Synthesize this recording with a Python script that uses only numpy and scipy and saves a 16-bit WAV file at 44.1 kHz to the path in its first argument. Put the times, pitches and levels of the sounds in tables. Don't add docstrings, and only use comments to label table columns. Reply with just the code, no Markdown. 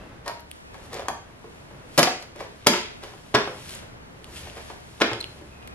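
import sys
import numpy as np
from scipy import signal
from scipy.fft import rfft, irfft, next_fast_len
from scipy.io import wavfile
from scipy.ndimage import uniform_filter1d

SR = 44100
rng = np.random.default_rng(int(sys.argv[2]) if len(sys.argv) > 2 else 0)


def transcribe(signal):
    frames = np.atleast_2d(signal).T
    limited = np.clip(frames, -1, 1)
    pcm = np.round(limited * 32767).astype(np.int16)
    wavfile.write(sys.argv[1], SR, pcm)


N = 253134
T = np.arange(N) / SR
NOTE_T60_S = 0.27

# start_s, knock_db, knock_hz, crack_db, scuff_db
TOUCHES = [(0.262, -33, 980, -43, -42), (0.279, -25.5, 995, -27, -42), (0.296, -27, 800, -48, -55),
           (0.396, -45, 895, -48, -67), (0.7438, -33.5, 890, -48, -46), (0.931, -36, 620, -39, -34),
           (0.962, -31, 550, -45, -37), (0.9944, -25, 600, -59, -60), (1.022, -32, 660, -47, -56),
           (1.0572, -32, 800, -57, -71), (1.0838, -15.5, 784, -24.5, -59), (1.4425, -34, 475, -67, -62),
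           (1.71, -39, 520, -57, -67), (2.2247, -35.5, 800, -35.5, -58), (2.36, -36, 487, -45, -46),
           (2.406, -26, 503, -44, -34.5), (3.037, -33, 470, -56, -36), (3.137, -36, 570, -51, -66),
           (3.825, -38, 644, -61, -53), (4.472, -38, 550, -58, -42), (4.57, -34, 630, -47, -40.5),
           (4.579, -33, 590, -51, -61), (4.702, -27.5, 700, -55, -42.5), (5.0031, -28, 700, -33, -45),
           (5.412, -36, 340, -56.5, -58)]


def undb(db):
    return 10 ** (np.asarray(db) / 20)


def unit(x):
    return x / np.sqrt(np.mean(x ** 2))


def curve_at(points, hz):
    freqs, values = np.transpose(points)
    return np.interp(np.log(hz + 1), np.log(freqs), values)


def colour(x, points):
    size = 2048
    cepstrum = irfft(np.log(undb(curve_at(points, np.fft.rfftfreq(size, 1 / SR)))))
    cepstrum[1:size // 2] *= 2
    cepstrum[size // 2 + 1:] = 0
    return signal.fftconvolve(x, irfft(np.exp(rfft(cepstrum))))[:len(x)]


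def shade(x, points):
    size = next_fast_len(N, True)
    gain = undb(curve_at(points, np.fft.rfftfreq(size, 1 / SR)))
    return irfft(rfft(x, size) * gain, size)[:N]


def resonate(x, hz, q):
    w = 2 * np.pi * min(hz, SR / 3) / SR
    a = np.sin(w) / (2 * q)
    return signal.lfilter([a, 0, -a], [1 + a, -2 * np.cos(w), 1 - a], x)


def lowpass(x, hz):
    return signal.lfilter(*signal.butter(2, min(hz, SR * .45), fs=SR), x)


def highpass(x, hz):
    return signal.lfilter(*signal.butter(2, hz, "high", fs=SR), x)


def fade(t, t60):
    return np.exp(-np.log(1000) * t / t60)


def add(track, start_s, sound):
    i = max(int(start_s * SR), 0)
    track[..., i:i + sound.shape[-1]] += sound[..., :N - i]


def wander(rate_hz):
    hold = int(SR / rate_hz)
    steps = np.repeat(rng.standard_normal(N // hold + 1), hold)
    return unit(uniform_filter1d(uniform_filter1d(steps, hold), hold)[:N])


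def swell(peak_s, db, rise_s, fall_s):
    return undb(db - 20 * np.maximum((peak_s - T) / rise_s, (T - peak_s) / fall_s))


def damped_note(hz, t60, rise_s=0.00074):
    t = T[:SR // 2]
    return np.sin(2 * np.pi * hz * t) * fade(t, t60) * (1 - np.exp(-t / rise_s))


def room_tone(air_db=-47.5, air_drift_db=1.87, hum_drift_db=3.0):
    # freq_hz, gain_db
    air_eq = [(12, -27), (20, -1), (59, 2), (128, 4), (249, -2.5), (603, -6.5), (753, -8.5), (889, -9.5),
              (1390, -13.5), (1830, -15), (9110, -38), (11100, -35.5), (12700, -44), (15000, -73)]
    # pitch_hz, level_db
    hum_tones = [(71, -2), (117, -7.5)]
    # time_s, level_db
    hum_fader = [(0, -61), (2.5, -63), (3.6, -56.5), (4.8, -50.5), (5.74, -51.5)]
    air = unit(shade(rng.standard_normal(N), air_eq))
    hum = 0
    for hz, db in hum_tones:
        gain = undb(db + hum_drift_db * wander(6))
        hum += gain * unit(np.sin(2 * np.pi * hz * T + 0.27 * wander(4)))
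    hum *= undb(np.interp(T, *np.transpose(hum_fader)))
    return air * undb(air_db + air_drift_db * wander(5.137)) + hum


def smooth_tail(tail, fine_hz=24, broad_hz=300):
    spectrum = rfft(tail)
    fine, broad = (uniform_filter1d(np.abs(spectrum) ** 2, width) for width in (fine_hz, broad_hz))
    return irfft(spectrum * np.sqrt(np.abs(broad / fine)), SR)[:SR // 2]


def room_reverb(x, gap_s=0.0015, build_s=0.0048):
    # centre_hz, t60_s, level_db
    bands = [(97, 0.26, 7), (220, 0.3, -3), (340, 0.45, -1.5), (800, 0.39, -5.5), (1820, 0.41, -2.5),
             (2690, 0.45, -4), (4300, 0.4, -4), (8000, 0.38, -7.5), (12500, 0.19, -5.5)]
    t, centres = T[:SR], np.array(bands)[:, 0]
    noise, freqs = rfft(rng.standard_normal(SR)), np.arange(SR // 2 + 1)
    tail = 0
    for share, (_, t60, db) in zip(np.eye(len(bands)), bands):
        envelope = fade(t, t60) * np.clip((t - gap_s) / build_s, 0, 1)
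        band = irfft(noise * curve_at(np.c_[centres, share], freqs), SR)
        tail += undb(db) * band * envelope / np.sqrt(np.sum(envelope ** 2))
    return signal.fftconvolve(x, smooth_tail(tail))[:N]


def squeaks(waver=0.0124, flutter_db=3.5, rasp=0.23):
    # peak_s, length_s, pitch_hz, level_db
    slips = [(0.035, 0.12, 2690, -59), (0.12, 0.036, 840, -49), (0.71, 0.15, 2550, -62),
             (5.2062, 0.0044, 4190, -29.5), (5.212, 0.0038, 4100, -28), (5.54, 0.06, 2590, -58.5),
             (5.608, .08, 2090, -66), (5.62, 0.12, 2700, -62), (5.66, 0.22, 2480, -57)]
    warped_time = np.cumsum(1 + waver * wander(220)) / SR
    flutter = undb(flutter_db * wander(90))
    out, rub = np.zeros(N), rng.standard_normal(N)
    for peak_s, length_s, hz, db in slips:
        tone = np.sin(2 * np.pi * hz * warped_time) + rasp * unit(resonate(rub, hz, q=5))
        out += undb(db) * np.exp(-(2 * (T - peak_s) / length_s) ** 2) * tone
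    return out * flutter


def eating_ticks(snap_hz=9800, snap_t60_s=0.0084):
    # start_s, level_db, pitch_hz, resonance_q, snap_share
    ticks = [(0.4058, -43, 12500, 3, 0.5), (0.511, -47, 7050, 1.1, 0.9), (0.5144, -27.5, 2790, 1.9, 0.7),
             (0.943, -29, 5200, 2.6, 0.3), (0.9445, -32, 7000, 2.4, 0.3), (3.6928, -36, 3300, 1.3, 0.5),
             (3.694, -27, 3540, 0.99, .4), (3.707, -31, 3500, 1.3, 0.5), (3.751, -30.5, 7300, 8.3, 0.65),
             (4.2438, -30, 3150, 1.6, 0.27), (4.499, -33.5, 2880, 3, .05), (5.2045, -37, 4050, 4.9, .7),
             (5.2108, -30, 4100, 3.6, 0.75), (5.2275, -28, 3300, 2, 0), (5.2423, -20.5, 2920, 2.7, 0.14),
             (5.628, -42, 2920, 3.5, .05), (5.6753, -33, 2620, 0.68, 0.56), (5.6777, -36, 2200, 2.3, .3)]
    out, t = np.zeros(N), T[:SR // 50]
    for start_s, db, hz, q, snap_share in ticks:
        body = resonate(resonate(1.0 * (t == 0), hz, q), hz, q)
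        snap = resonate(rng.standard_normal(len(t)) * fade(t, snap_t60_s), snap_hz, q=3.5)
        tick = body / np.abs(body).max() + snap_share * snap / np.abs(snap).max()
        add(out, start_s, undb(db) * tick)
    return out


def friction(rate_hz, spread_db, hiss):
    slips = (rng.random(N) < rate_hz / SR) * rng.standard_normal(N)
    sizes = undb(spread_db * np.minimum(rng.exponential(size=N), 4))
    return unit(slips * sizes) + hiss * rng.standard_normal(N)


def sleeve(crinkle_db=-6, crinkle_hz=2800):
    # peak_s, level_db, rise_s, fall_s
    strokes = [(0.55, -61.5, 0.14, 0.22), (0.85, -58, 0.19, 0.14), (1.55, -63.5, 0.86, 0.95),
               (1.96, -54, 0.1, 0.15), (2.21, -58, 0.04, 0.061), (2.56, -64, 0.25, 0.46),
               (3.07, -60.5, 0.25, 1), (3.746, -45.5, 0.34, 0.091), (4.37, -46.5, 0.091, 0.14),
               (4.68, -56, 0.7, 0.13), (4.92, -58.5, 0.5, 0.99), (5.27, -66, 0.14, 0.81)]
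    # freq_hz, gain_db
    swish_eq = [(500, -7.5), (1500, 7.5), (3000, 6.5), (6000, 3.5), (9000, 1.5), (11500, 0), (13000, -15),
                (15500, -23)]
    motion = sum(swell(*stroke) for stroke in strokes)
    swish = unit(colour(friction(rate_hz=3400, spread_db=2.5, hiss=1.9), swish_eq))
    creases = friction(rate_hz=340, spread_db=0.5, hiss=0.1)
    crinkle = unit(resonate(resonate(creases, crinkle_hz, q=2.8), crinkle_hz, q=0.42))
    return (swish + undb(crinkle_db) * crinkle) * motion


def finger_scuffs(gain_db=-4):
    # freq_hz, gain_db
    scuff_eq = [(150, -24), (450, 4), (700, 0), (950, -2), (1300, -9), (1750, -6), (3000, -12),
                (5500, -17.5), (8500, -26), (11500, -27), (14000, -47)]
    pressure = sum(swell(s, db, rise_s=0.029, fall_s=0.095) for s, *_, db in TOUCHES)
    scuff = unit(colour(friction(rate_hz=900, spread_db=3.0, hiss=1.0), scuff_eq))
    return undb(gain_db) * scuff * pressure


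def rim_rattle(rate_hz=105, uneven=0.24, spread_db=1.5, gain_db=4):
    # peak_s, level_db, rise_s, fall_s
    bursts = [(2.70, -30, 0.055, 0.064), (2.765, -20.5, 0.11, 0.15), (5.09, -35, 0.046, 0.049)]
    snaps, t = np.zeros(N), T[:SR // 50]
    gaps, sizes = rng.standard_normal((N // 200, 2)).T
    for start_s, size in zip(np.cumsum(np.exp(uneven * gaps) / rate_hz), sizes):
        if start_s < T[-1]:
            add(snaps, start_s, undb(spread_db * size) * rng.standard_normal(len(t)) * fade(t, 0.017))
    rattle = lowpass(resonate(snaps, hz=2650, q=1.2), hz=5000)
    return undb(gain_db) * rattle * sum(swell(*burst) for burst in bursts)


def dome_pops(detune=0.016):
    # start_s, level_db
    pops = [(0.2635, -36), (0.274, -29.5), (0.2955, -33.5), (1.0835, -30)]
    # pitch_hz, level_db, t60_s
    modes = [(630, -8, 0.19), (686, -3.5, 0.15), (800, -21, 0.056), (945, 1.5, 0.12), (1010, -7.5, 0.16),
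             (1080, -20, 0.12), (1806, -6, 0.092)]
    out = np.zeros(N)
    for start_s, db in pops:
        for (hz, mode_db, t60), shift in zip(modes, rng.standard_normal(len(modes))):
            ring = damped_note(hz * (1 + detune * shift), t60, rise_s=0.00035)
            add(out, start_s, undb(db + mode_db) * ring)
    return out


def bowl_ring(pushes, gain_db=-58):
    # pitch_hz, level_db, t60_s
    modes = [(359, 14, 0.23), (444, 8, 0.092), (525, -11, 0.41), (577, 16.5, 0.11), (700, -8, 0.21),
             (753, -6, 0.24), (1065, 5, 0.24), (1217, 12.5, 0.08), (1250, -6, 0.3), (1676, 16.5, 0.2),
             (1875, 12, 0.15)]
    t = T[:SR]
    ring = sum(undb(db) * fade(t, t60) * np.sin(2 * np.pi * hz * t) for hz, db, t60 in modes)
    return undb(gain_db) * signal.fftconvolve(pushes, ring)[:N]


def knock(hz, q):
    t = T[:SR // 5]
    wall, cavity = rng.standard_normal((2, len(t)))
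    flex = 0.1 * wall * fade(t, t60=0.046)
    hollow = 0.099 * resonate(cavity * fade(t, t60=0.12), hz, q=5)
    rows = resonate(resonate(np.array([t == 0, flex + hollow]), hz, q), hz, q=0.51)
    return rows / np.abs(rows[0]).max()


def lid_crack(knock_hz, bright_hz, buzz_t60_s=0.07, snap_t60_s=0.019, uneven_db=3):
    t = T[:SR // 5]
    chatter = undb(uneven_db * np.repeat(rng.standard_normal(len(t)), 64)[:len(t)])
    envelope = fade(t, snap_t60_s) + 0.11 * chatter * fade(t, buzz_t60_s)
    burst = rng.standard_normal(len(t)) * envelope
    return lowpass(highpass(burst, 0.21 * knock_hz), bright_hz)


def contact(knock_db, knock_hz, crack_db, bright_hz, q=1.0):
    return np.vstack([undb(knock_db) * knock(knock_hz, q),
                      undb(crack_db) * lid_crack(knock_hz, bright_hz)])


def taps(hits, q):
    contacts, notes = np.zeros((3, N)), np.zeros(N)
    for start_s, knock_db, knock_hz, crack_db, bright_hz, note_db, note_hz in hits:
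        add(contacts, start_s, contact(knock_db, knock_hz, crack_db, bright_hz, q))
        add(notes, start_s, undb(note_db) * damped_note(note_hz, NOTE_T60_S))
    return contacts, notes


def finger_taps(bright_hz=10800, hollow_db=-22.5):
    hits = [(s, db, hz, crack_db, bright_hz, db + hollow_db, hz) for s, db, hz, crack_db, _ in TOUCHES]
    return taps(hits, q=1.24)


def after_knocks():
    # start_s, knock_db, knock_hz, crack_db, bright_hz, note_db, note_hz
    hits = [(2.001, -12.5, 700, -19, 3500, -27, 359), (2.0298, -10, 860, -9.5, 8850, -32, 588),
            (2.038, -32, 1090, -20, 6000, -38, 760), (2.0721, -10.5, 734, -18.5, 3000, -26, 752),
            (2.7232, -28, 600, -26, 3600, -21, 359), (2.7364, -15, 930, -19, 3000, -30.5, 569),
            (2.758, -23, 890, -22.5, 3200, -34, 1010), (3.3574, -11.5, 910, -14, 3000, -28, 517),
            (3.387, -30, 900, -22, 3530, -45, 444), (3.416, -28, 1310, -33, 2500, -47, 700),
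            (3.4756, -19.5, 514, -37, 3000, -35, 507), (5.115, -21.5, 800, -27, 2300, -34.5, 447),
            (5.121, -24, 550, -41, 2500, -31.5, 114), (5.132, -27, 700, -26, 5330, -39, 359),
            (5.177, -36, 332, -50, 2960, -52, 352)]
    return taps(hits, q=0.76)


def slaps(fingers=5, scatter=0.1, falloff_db=2, last_crack_offset_db=-10.5):
    # start_s, finger_gap_s, knock_db, first_finger_hz, last_finger_hz, first_crack_db,
    # buckle_delay_s, buzz_t60_s, buckle_db, bright_hz, note_db, note_hz, boom_db, boom_hz
    blows = [(1.9774, 0.0038, -9, 429, 900, -13.5, 0.014, 0.12, -9, 11200, -17, 700, -18.5, 165.5),
             (2.664, 0.002, -12.5, 460, 800, -25.5, 0.0052, 0.13, -3.5, 9400, -23.5, 359, -29, 125),
             (3.3419, .003, -9.5, 416, 1960, -20.5, .0063, 0.13, -8.5, 4040, -21, 437, -21.5, 124),
             (5.0097, .0026, -11.5, 930, 1940, -21.5, 0.0085, 0.36, -6, 2900, -22, 673, -23, 214)]
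    contacts, notes = np.zeros((3, N)), np.zeros(N)
    for (start_s, gap_s, knock_db, first_hz, last_hz, first_crack_db,
         delay_s, buzz_t60_s, buckle_db, bright_hz, note_db, note_hz, boom_db, boom_hz) in blows:
        pitches = np.geomspace(first_hz, last_hz, fingers)
        cracks_db = np.linspace(first_crack_db, buckle_db + last_crack_offset_db, fingers)
        for finger, jitter in enumerate(scatter * rng.standard_normal(fingers)):
            force_db = knock_db - falloff_db * abs(finger - fingers // 2)
            hit = contact(force_db, pitches[finger], cracks_db[finger], bright_hz)
            add(contacts, start_s + (finger + jitter) * gap_s, hit)
        buckle = undb(buckle_db) * lid_crack(pitches[fingers // 2], bright_hz, buzz_t60_s)
        add(contacts[2], start_s + delay_s, buckle)
        hollow = undb(note_db) * damped_note(note_hz, NOTE_T60_S)
        boom = undb(boom_db) * damped_note(boom_hz, t60=0.15)
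        add(notes, start_s + gap_s, hollow + boom)
    return contacts, notes


def bowl(knock_gain_db=-1):
    # freq_hz, gain_db
    lid_eq = [(400, 10.5), (1200, 6), (2500, 4.5), (4200, 2), (5500, 1.5), (7000, -1), (8500, -6.5),
              (11300, 1), (13000, -8.5), (15500, -41)]
    contacts, notes = zip(slaps(), after_knocks(), finger_taps())
    pushes, bodies, cracks = sum(contacts)
    lid = colour(cracks, lid_eq) + rim_rattle() + dome_pops()
    return undb(knock_gain_db) * (pushes + bodies) + lid, sum(notes) + bowl_ring(pushes)


def scene(direct_side_db=-4, small_send_db=-8, lean_left_db=0.16):
    # freq_hz, side_gain_db
    width = [(60, -25), (125, -43), (250, -20), (500, -10.5), (1000, -3.5), (2000, 0), (4000, 5),
             (7000, 5.5), (11500, 10)]
    # freq_hz, side_gain_db
    air_width = [(60, -34), (125, -12.5), (250, -2), (500, -1.5), (1000, 2), (4000, 5), (11500, 8)]
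    # freq_hz, side_gain_db
    bowl_left = [(300, -27), (1200, -35), (4000, -13), (9000, -12)]
    clatter, ring_out = bowl()
    handling = highpass(clatter + finger_scuffs() + sleeve(), hz=205)
    small_sounds = eating_ticks() + squeaks()
    direct = handling + ring_out + small_sounds
    send = handling + undb(small_send_db) * small_sounds
    mid = direct + room_reverb(send) + room_tone()
    gradient = -np.imag(signal.hilbert(direct, next_fast_len(N)))[:N]
    side = shade(undb(direct_side_db) * gradient + room_reverb(send), width)
    side += shade(room_tone(), air_width) + shade(handling, bowl_left)
    return np.array([(mid + side) * undb(lean_left_db), (mid - side) * undb(-lean_left_db)])


def record(dry):
    top_cut = signal.ellip(8, .2, 70, 15800, fs=SR, output="sos")
    return signal.sosfilt(top_cut, np.clip(dry, -1, 1))


dry = scene()
out = record(dry)
transcribe(out)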